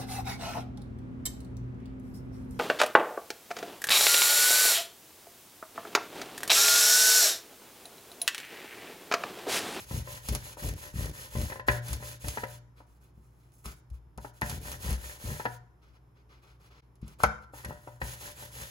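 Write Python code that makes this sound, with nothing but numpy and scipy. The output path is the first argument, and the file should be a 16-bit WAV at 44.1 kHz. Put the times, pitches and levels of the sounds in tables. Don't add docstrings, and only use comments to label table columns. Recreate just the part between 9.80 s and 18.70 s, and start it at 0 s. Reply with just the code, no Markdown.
import sys
import numpy as np
from scipy import signal
from scipy.fft import rfft, irfft
from scipy.io import wavfile
from scipy.ndimage import uniform_filter1d

SR = 44100
rng = np.random.default_rng(int(sys.argv[2]) if len(sys.argv) > 2 else 0)


def unload_wav(signal):
    wavfile.write(
        sys.argv[1],
        SR,
        np.round(np.clip(np.atleast_2d(signal).T, -1, 1) * 32767).astype(np.int16),
    )


N = 392490

# start_s, length_s, swish_db, extra_axle_chatter_db
STROKES = [(-0.12, 0.19, -39, 1), (0.07, 0.17, -38, -3), (0.242, 0.18, -39.5, 0), (0.422, 0.2, -38.5, -2.5),
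           (0.607, 0.15, -39.5, 0.5), (0.771, 0.17, -37, 1.5), (0.953, 0.18, -41, -0.5),
           (1.133, 0.18, -37, 1), (1.321, 0.19, -40, 1.5), (1.503, 0.31, -38.5, -1),
           (1.869, 0.13, -35, 10.5), (2.02, .175, -38.5, -1.5), (2.192, 0.19, -39.5, -1),
           (2.4, 0.29, -38.5, -3), (2.67, 0.12, -43, -7), (4.4, .11, -47, -10), (4.537, 0.074, -48.5, -3),
           (4.617, 0.18, -37, 3), (4.81, 0.18, -38, 1.5), (4.996, 0.19, -35.5, 1.5), (5.182, 0.21, -40, 2),
           (5.391, 0.3, -38, 0.5), (5.67, 0.11, -44.5, -7), (7.73, .11, -41.5, -2),
           (7.812, 0.18, -52.5, 12), (7.96, 0.26, -57.5, 1), (8.207, 0.18, -38.5, -0.5),
           (8.378, 0.17, -39, 1.5), (8.549, 0.16, -41, 1.5), (8.711, 0.22, -39, 0)]
SPEED_UP_S, SLOW_DOWN_S, TURN_S = 0.15, 0.11, 0.015
COAST_DB_PER_S = 45.5
CHATTER_POWER = 0.86
RATTLES_PER_S = 40
# frequency_hz, level_db
SWISH_SPECTRUM = [(300, -45), (1200, -8.5), (2300, 0), (3200, 1.5), (5200, -2), (7200, 2), (8200, -0.5),
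                  (10300, 1), (13000, -0.5), (15500, -3.5)]
CHATTER_SPECTRUM = [(150, -14.5), (350, 4.5), (550, -1), (720, 7), (970, 3.5), (1150, 4.5), (1500, 7.5),
                    (1900, 17.5), (2300, -22.5), (2700, -2), (3500, -17.5), (8000, -37.5)]

# start_s, length_s, rumble_db
PRESSES = [(0.111, 0.13, -32.5), (0.489, 0.1, -27.5), (0.824, 0.16, -33), (1.141, 0.2, -33),
           (1.552, 0.13, -28.5), (2.092, .13, -39), (2.445, 0.093, -34.5), (4.70, 0.15, -38),
           (4.85, 0.2, -49.5), (5.045, 0.13, -33.5), (5.44, 0.13, -35), (7.86, 0.087, -35.5),
           (8.225, 0.041, -36), (8.79, 0.064, -51)]
PRESS_RISE_S, PRESS_FALL_S = 0.037, 0.092
# frequency_hz, level_db
RUMBLE_SPECTRUM = [(22, -37.5), (40, -10.5), (58, 3), (80, -2.5), (125, -2.5), (180, -13), (300, -24),
                   (500, -34.5), (1000, -54), (3000, -68.5)]
BUMP_SPECTRUM = [(100, -13), (220, 1), (400, -0.5), (600, -2.5), (1000, -21.5), (2000, -18.5)]

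# start_s, strength_db, hardness_db, free_ringing_db
KNOCKS = [(0.11, -48, -5, -4), (0.274, -57, 2, 10), (0.771, -49.5, -15, -3), (1.554, -49.5, -1, 7.5),
          (1.70, -52.5, 7, 7.5), (1.721, -43.5, 2, -4.5), (1.758, -47.5, -2, -1), (1.796, -47, 4, 2),
          (1.8841, -30.5, 8.5, 1.5), (2.226, -52.5, 0.5, 5.5), (2.443, -49, 2.5, -9.5),
          (2.573, -35.5, -2, -35), (2.635, -37, -1, -5), (3.004, -56, -13, -12), (4.382, -46, -12, -16),
          (4.447, -41, -11.5, -28), (4.618, -34.5, 2.5, -7.5), (5.598, -39, -4, -27),
          (5.654, -30.5, -2.5, -34), (7.736, -47.5, -27, -15), (7.846, -51, 8.5, 2), (7.908, -43, -16, -11),
          (8.074, -45, -22, -8.5), (8.2159, -40.5, 4.5, -9), (8.625, -50.5, -1.5, -11)]
STRIKE_SPREAD_DB = 4
# frequency_hz, level_db, t60_s
BARREL_MODES = [(390.7, -14, .22), (534, -1, 0.18), (596.5, -3.5, 0.5), (1019.5, -2, 0.15),
                (1730, -13, 0.13), (1996, -15, 0.12), (2000, -15.5, .08), (2537, -22, 0.14),
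                (2660, -21, 0.23)]
HANDLE_MODES = [(728, -1, 0.43), (960, -2, 0.24), (960, 3.5, 0.26), (1272, -7, 0.32)]
# frequency_hz, level_db
KNOCK_SPECTRUM = [(100, -19.5), (250, -5), (550, -0.5), (700, -3), (950, 4.5), (1120, -13), (1350, -2.5),
                  (1800, -22), (3000, -35.5), (6000, -57.5)]
CLACK_SPECTRUM = [(600, -34.5), (1200, -20), (1550, 0.5), (1750, 13), (1900, 12.5), (2100, -7.5),
                  (2400, -7.5), (6000, -37.5)]
EDGE_SPECTRUM = [(900, -29), (2000, -29.5), (2700, 6), (4500, -4.5), (6000, -17.5), (14000, -16.5)]

# start_s, boom_db, firmness_db
THUDS = [(1.889, -29.5, -6), (2.11, -31, -50), (3.377, -55.5, 2), (3.862, -41, -2), (4.114, -37.5, -43),
         (4.378, -45, -0.5), (4.628, -39.5, 5), (5.115, -25.5, -12), (7.228, -43, 5), (7.442, -30, -4.5),
         (8.226, -39, -10.5)]
CLIMB_THUD_DB = -11.5
KNOCK_DRONE_DB = -12
# frequency_hz, level_db, t60_s
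BOOM_MODES = [(60.8, 6.5, 0.36), (67, -3, 0.37), (86.4, -8.5, 0.26)]
UPPER_BOOM_MODES = [(107, 1, 0.14), (148, -3, 0.24), (175, 5.5, .12), (215, -3.5, 0.2), (312, -6.5, 0.1)]
DRONE_MODES = [(119.6, 0, 0.79)]

# start_s, level_db
SNAPS = [(0.487, -36.5), (0.5503, -34.5), (0.889, -45), (1.878, -45), (2.084, -45), (2.131, -38.5),
         (2.4841, -37), (3.72, -73), (3.858, -46.5), (3.917, -59), (4.102, -69), (4.3767, -55),
         (4.614, -43), (4.697, -40.5), (4.917, -45), (5.1068, -43), (5.129, -43), (7.156, -73),
         (7.216, -72), (7.28, -58), (7.4021, -64), (7.435, -32), (7.849, -47)]
SNAP_S = 0.034
# start_s, level_db
SLAPS = [(3.856, -46.5), (7.403, -39), (7.437, -14)]
# frequency_hz, level_db
SNAP_SPECTRUM = [(200, -9), (700, 8), (3000, 4), (7000, 6), (11000, 8), (16000, -7)]
SLAP_SPECTRUM = [(100, -3), (350, -21.5), (510, -4.5), (720, -4), (1100, -4.5), (1450, 1), (1700, -13),
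                 (2150, -12.5), (3000, -28), (6000, -40), (14000, -79)]
# frequency_hz, level_db, t60_s
UTENSIL_MODES = [(207.5, -1, 0.44), (507, 1, 0.42), (1020, -16, 0.96), (1210, 5, 0.33), (1360, 2, 0.68),
                 (1355, -13.5, 0.55), (1453, -22, 0.46), (1410, 13, 0.18), (2090, -22, 0.48),
                 (2320, -24, 0.17)]

# start_s, length_s, rub_db, flour_hiss_db
RUBS = [(2.953, .11, -67, -73.5), (3.058, 0.14, -75.5, -72), (3.199, 0.12, -72, -71.5),
        (3.333, 0.31, -78.5, -74.5), (3.59, 0.15, -75, -75), (3.722, 0.29, -76, -63),
        (3.837, 0.11, -52, -53), (4.123, 0.071, -70, -70), (6.012, 0.18, -67.5, -80.5),
        (6.349, 0.091, -67.5, -90), (6.485, .13, -60, -77), (6.611, 0.16, -64, -74.5),
        (6.793, 0.11, -62, -68), (6.899, 0.13, -57, -75), (7.211, 0.054, -63, -80),
        (7.255, 0.1, -59.5, -63.5), (7.384, 0.1, -43.5, -46), (7.61, 0.044, -59, -65)]
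RUB_RISE_S, RUB_FALL_S, RUB_EASE_DB_PER_S = 0.024, 0.034, 18
# frequency_hz, level_db
RUB_SPECTRUM = [(150, -19), (400, 7), (700, -2), (1300, 4), (2000, -8), (5000, -46)]
BRUSH_SPECTRUM = [(400, -35), (1300, 5), (2200, 3.5), (5200, -3), (7500, -13), (9500, -18.5)]
FLOUR_SPECTRUM = [(4000, -16), (7500, -3.5), (11000, -5), (16000, -8)]

# frequency_hz, t60_s
KITCHEN_DECAY = [(100, 0.41), (500, 0.37), (1400, 0.49), (4000, 0.37), (9000, 0.42), (16000, 0.25)]
# frequency_hz, level_db
NEAR_SPECTRUM = [(60, -32.5), (250, 3), (700, -5.5), (2000, 6), (5300, 10), (6800, 1), (9000, -27),
                 (16000, -24)]
FAR_SPECTRUM = [(60, -4), (250, -10.5), (1300, -9.5), (5000, -1), (7000, -14), (9000, -20.5),
                (16000, -21.5)]
# frequency_hz, correlation (0 to 1)
LIKENESS = [(100, 0.93), (250, 0.82), (700, 0.23), (1400, 0), (5500, 0.27), (6800, 0.23), (8300, 1),
            (16000, 0.89)]
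# frequency_hz, left_minus_right_db
BALANCE = [(60, 4), (130, 1), (250, -0.5), (550, 3.5), (1000, 3.5), (2000, 2), (4500, -2.5), (7000, -0.5)]
# frequency_hz, lag_s
PORT_LAG = [(5500, -.00022), (6000, .000167), (8450, .000177), (11000, .000186)]

# frequency_hz, level_db
FLOOR_SPECTRUM = [(15, -40), (25, -2), (53, -2), (85, -9), (123, -0.5), (229, -16.5), (326, -12.5),
                  (591, -23), (936, -20), (2480, -36.5), (5140, -46), (7310, -46), (8590, -58),
                  (10400, -42.5), (13200, -48.5), (16000, -53)]
# frequency_hz, rms_level_db
HUM = [(60, -61), (120, -65), (5220, -95)]


def rolling(swish_db=1.0, chatter_db=-12, ring_db=-18, grit_db=-9, rattle_db=-14, damped=0.42):
    turning = speed()
    rub = unit(rng.standard_normal(N) + amp(grit_db) * grains(900, 3.1))
    swish = amp(swish_db) * unit(colour(rub, SWISH_SPECTRUM)) * turning * waver(rate_hz=51, depth_db=1.1)
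    slips = grains(600, 3.8) * speed(looseness=1) ** CHATTER_POWER

    modes = ring([(hz, db, t60 * damped) for hz, db, t60 in BARREL_MODES])
    impulse = np.eye(1, SR)[0]
    body = colour(impulse, CHATTER_SPECTRUM)
    response = amp(chatter_db) * body / np.linalg.norm(body)
    response += amp(ring_db) * modes / np.linalg.norm(modes)
    chatter = signal.fftconvolve(slips, response)[:N]

    taps = grains(RATTLES_PER_S, 1.7)
    rattle = amp(rattle_db) * unit(colour(taps, KNOCK_SPECTRUM)) * turning
    return swish + chatter + rattle


def rumble(rumble_db=-1, bump_db=-13, light_roll_db=-6):
    weight = level(PRESSES, PRESS_RISE_S, PRESS_FALL_S) + amp(light_roll_db) * speed()
    lumps = colour(grains(500, 4.9), RUMBLE_SPECTRUM)
    local_power = abs(uniform_filter1d(lumps ** 2, size=1800))
    lumps /= np.sqrt(local_power + 1e-12)
    bumps = unit(colour(grains(140, 2.1), BUMP_SPECTRUM))
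    return (amp(rumble_db) * lumps + amp(bump_db) * bumps) * weight


def knocks(knock_db=0, clack_db=1.0, edge_db=-11, ring_db=0, handle_db=-12):
    out = np.zeros(N)
    for start, db, hard_db, free_db in KNOCKS:
        rattle = burst(t60=0.052, contact=0.6)
        registers = (
            (knock_db, KNOCK_SPECTRUM),
            (clack_db + hard_db, CLACK_SPECTRUM),
            (edge_db + hard_db, EDGE_SPECTRUM),
        )
        for share_db, spectrum in registers:
            add(out, start, amp(db + share_db) * blow(colour(rattle, spectrum)))
        barrel = amp(ring_db + free_db) * struck(BARREL_MODES)
        handles = amp(handle_db) * struck(HANDLE_MODES)
        add(out, start, amp(db) * (barrel + handles))
    return out


def thuds(boom_db=1, upper_db=0, climb_firm_db=4, free_drone_db=-5):
    out = np.zeros(N)
    push = np.hanning(90)
    low = blow(signal.fftconvolve(ring(BOOM_MODES), push))
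    upper = blow(signal.fftconvolve(ring(UPPER_BOOM_MODES), push))
    drone = blow(signal.fftconvolve(ring(DRONE_MODES), push))
    climbs = [(start, db + CLIMB_THUD_DB, climb_firm_db) for start, _, db in PRESSES]
    for start, db, firm_db in list(THUDS) + climbs:
        add(out, start, amp(db) * (amp(boom_db) * low + amp(upper_db + firm_db) * upper))
    for start, db, _, free_db in KNOCKS:
        drone_gain = amp(KNOCK_DRONE_DB) + amp(free_drone_db + free_db)
        add(out, start, amp(db) * drone_gain * drone)
    return out


def dough(snap_db=1, clap_db=-3, utensils_db=-20):
    out = np.zeros(N)
    shaken = blow(ring(UTENSIL_MODES))
    for start, db in SNAPS:
        add(out, start, amp(snap_db + db) * blow(colour(burst(SNAP_S, contact=1.0), SNAP_SPECTRUM)))
    for start, db in SLAPS:
        clap = blow(colour(burst(t60=0.052, contact=1.0), SLAP_SPECTRUM))
        add(out, start, amp(db + clap_db) * clap)
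        add(out, start, amp(db + utensils_db) * shaken)
    return out


def hands(rub_db=-4, brush_db=-3, flour_db=-1):
    shape = (RUB_RISE_S, RUB_FALL_S, RUB_EASE_DB_PER_S)
    touch = level([(start, length, db) for start, length, db, _ in RUBS], *shape)
    dust = level([(start, length, db) for start, length, _, db in RUBS], *shape)
    rub = amp(rub_db) * unit(colour(grains(3900, 2.0), RUB_SPECTRUM))
    brush = amp(brush_db) * unit(colour(grains(6000, 2.7), BRUSH_SPECTRUM))
    flour = amp(flour_db) * unit(colour(grains(4000, 2.3), FLOUR_SPECTRUM))
    return ((rub + brush) * touch + flour * dust) * waver(rate_hz=15, depth_db=2.5)


def kitchen(x, near_t60=0.039, far_db=-2):
    hz, near = diffuse(SR)
    after_direct = np.arange(SR) > 30
    near = irfft(near, SR) * fade(near_t60) * after_direct

    f, t, z = signal.stft(irfft(diffuse(SR)[1], SR), SR, nperseg=256)
    decay = np.exp(-np.log(1000) * t / read(KITCHEN_DECAY, f)[:, None])
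    build_up = np.minimum(t / 0.0099, 1)
    far = signal.istft(z * decay * build_up, SR)[1][:, :SR]

    paths = 1 + amp(read(NEAR_SPECTRUM, hz)) * rfft(near / np.linalg.norm(near[0]))
    paths += amp(far_db + read(FAR_SPECTRUM, hz)) * rfft(far / np.linalg.norm(far[0]))
    paths = rfft(np.array([even(path, size=70) for path in irfft(paths, SR)]))
    paths *= amp(np.outer([.5, -.5], read(BALANCE, hz)))
    paths[0] *= np.exp(-2j * np.pi * hz * read(PORT_LAG, hz))
    lead = 256
    response = np.roll(irfft(paths, SR), lead, axis=1)
    return signal.fftconvolve(x[None], response, axes=1)[:, lead:lead + N]


def background(floor_db=-62):
    hz, z = diffuse(N)
    t = np.arange(N) / SR
    floor = amp(floor_db) * unit(irfft(z * amp(read(FLOOR_SPECTRUM, hz)), N))
    hum = sum(amp(db) * np.sqrt(2) * np.sin(2 * np.pi * (f * t + rng.random())) for f, db in HUM)
    return floor + hum


def speed(looseness=0):
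    strokes = [
        (start - TURN_S / 2, length + TURN_S, db + looseness * loose_db)
        for start, length, db, loose_db in STROKES
    ]
    return level(strokes, SPEED_UP_S, SLOW_DOWN_S, COAST_DB_PER_S)


def level(events, rise_s, fall_s, sag_db_per_s=0):
    gain = np.zeros(N)
    for start, length, db in events:
        first = max(round(start * SR), 0)
        last = min(round((start + length) * SR), N)
        t = np.arange(first, last) / SR - start
        ramps = np.clip([t / rise_s, (length - t) / fall_s], 0, 1)
        add(gain, start, amp(db - sag_db_per_s * t) * np.sin(np.pi / 2 * ramps).prod(axis=0))
    return gain


def waver(rate_hz, depth_db):
    hz = np.fft.rfftfreq(N, 1 / SR)
    slow = irfft(rfft(rng.standard_normal(N)) / (1 + (hz / rate_hz) ** 4), N)
    return amp(depth_db * unit(slow))


def grains(per_s, spread_db):
    size = amp(spread_db * np.minimum(rng.exponential(1, N), 4))
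    return unit(size * rng.choice([-1, 1], N) * (rng.random(N) < per_s / SR))


def burst(t60, contact, size=8192):
    x = rng.standard_normal(size) ** 3 * fade(t60)[:size]
    x /= np.linalg.norm(x)
    x[0] += contact
    return even(x, size=45)


def struck(modes):
    spot_db = STRIKE_SPREAD_DB * rng.standard_normal(len(modes))
    return blow(ring([(hz, db + extra_db, t60) for (hz, db, t60), extra_db in zip(modes, spot_db)]))


def ring(modes):
    t = np.arange(SR) / SR
    return sum(amp(db) * fade(t60) * np.sin(2 * np.pi * hz * t) for hz, db, t60 in modes)


def fade(t60):
    return np.exp(-np.log(1000) * np.arange(SR) / SR / max(t60, 1e-3))


def diffuse(size):
    hz = np.fft.rfftfreq(size, 1 / SR)
    a, b = rfft(rng.standard_normal((2, size)))
    same = np.clip(read(LIKENESS, hz), -1, 1)
    return hz, np.array([a, same * a + np.sqrt(1 - same ** 2) * b])


def colour(x, spectrum, size=8192):
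    gain = amp(read(spectrum, abs(np.fft.fftfreq(size, 1 / SR))))
    response = np.fft.ifft(causal(gain)).real[:size // 2]
    return signal.fftconvolve(x, response)[:len(x)]


def causal(gain):
    return np.exp(np.conj(signal.hilbert(np.log(gain))))


def even(x, size):
    z = np.fft.fft(x)
    power = uniform_filter1d(abs(z) ** 2, size=size, mode="wrap")
    return np.fft.ifft(z / causal(np.sqrt(abs(power) + 1e-12))).real


def read(points, hz):
    f, value = np.transpose(points)
    return np.interp(np.log(hz + 1), np.log(f + 1), value)


def add(mix, start, sound):
    part = mix[max(round(start * SR), 0):][:len(sound)]
    part += sound[:len(part)]


def blow(x, size=882):
    return x / np.sqrt(np.mean(x[:size] ** 2) + 1e-20)


def unit(x):
    return x / np.sqrt(np.mean(x ** 2) + 1e-20)


def amp(db):
    return 10 ** (np.asarray(db) / 20)


def scene():
    work = rolling() + rumble() + knocks() + thuds() + dough() + hands()
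    return kitchen(work) + background()


def record(dry):
    low_cut_hz, high_cut_hz = 43, 15900
    dip = np.interp(np.arange(N) / SR, [7.002, 7.009, 7.02, 7.032], [1, .08, .08, 1])
    low_cut = signal.butter(5, low_cut_hz, "highpass", fs=SR, output="sos")
    x = signal.sosfiltfilt(low_cut, dry * dip)
    high_cut = signal.firwin(301, high_cut_hz, window=("kaiser", 8), fs=SR)
    return signal.oaconvolve(x, high_cut[None], "same")


dry = scene()
out = record(dry)
unload_wav(out)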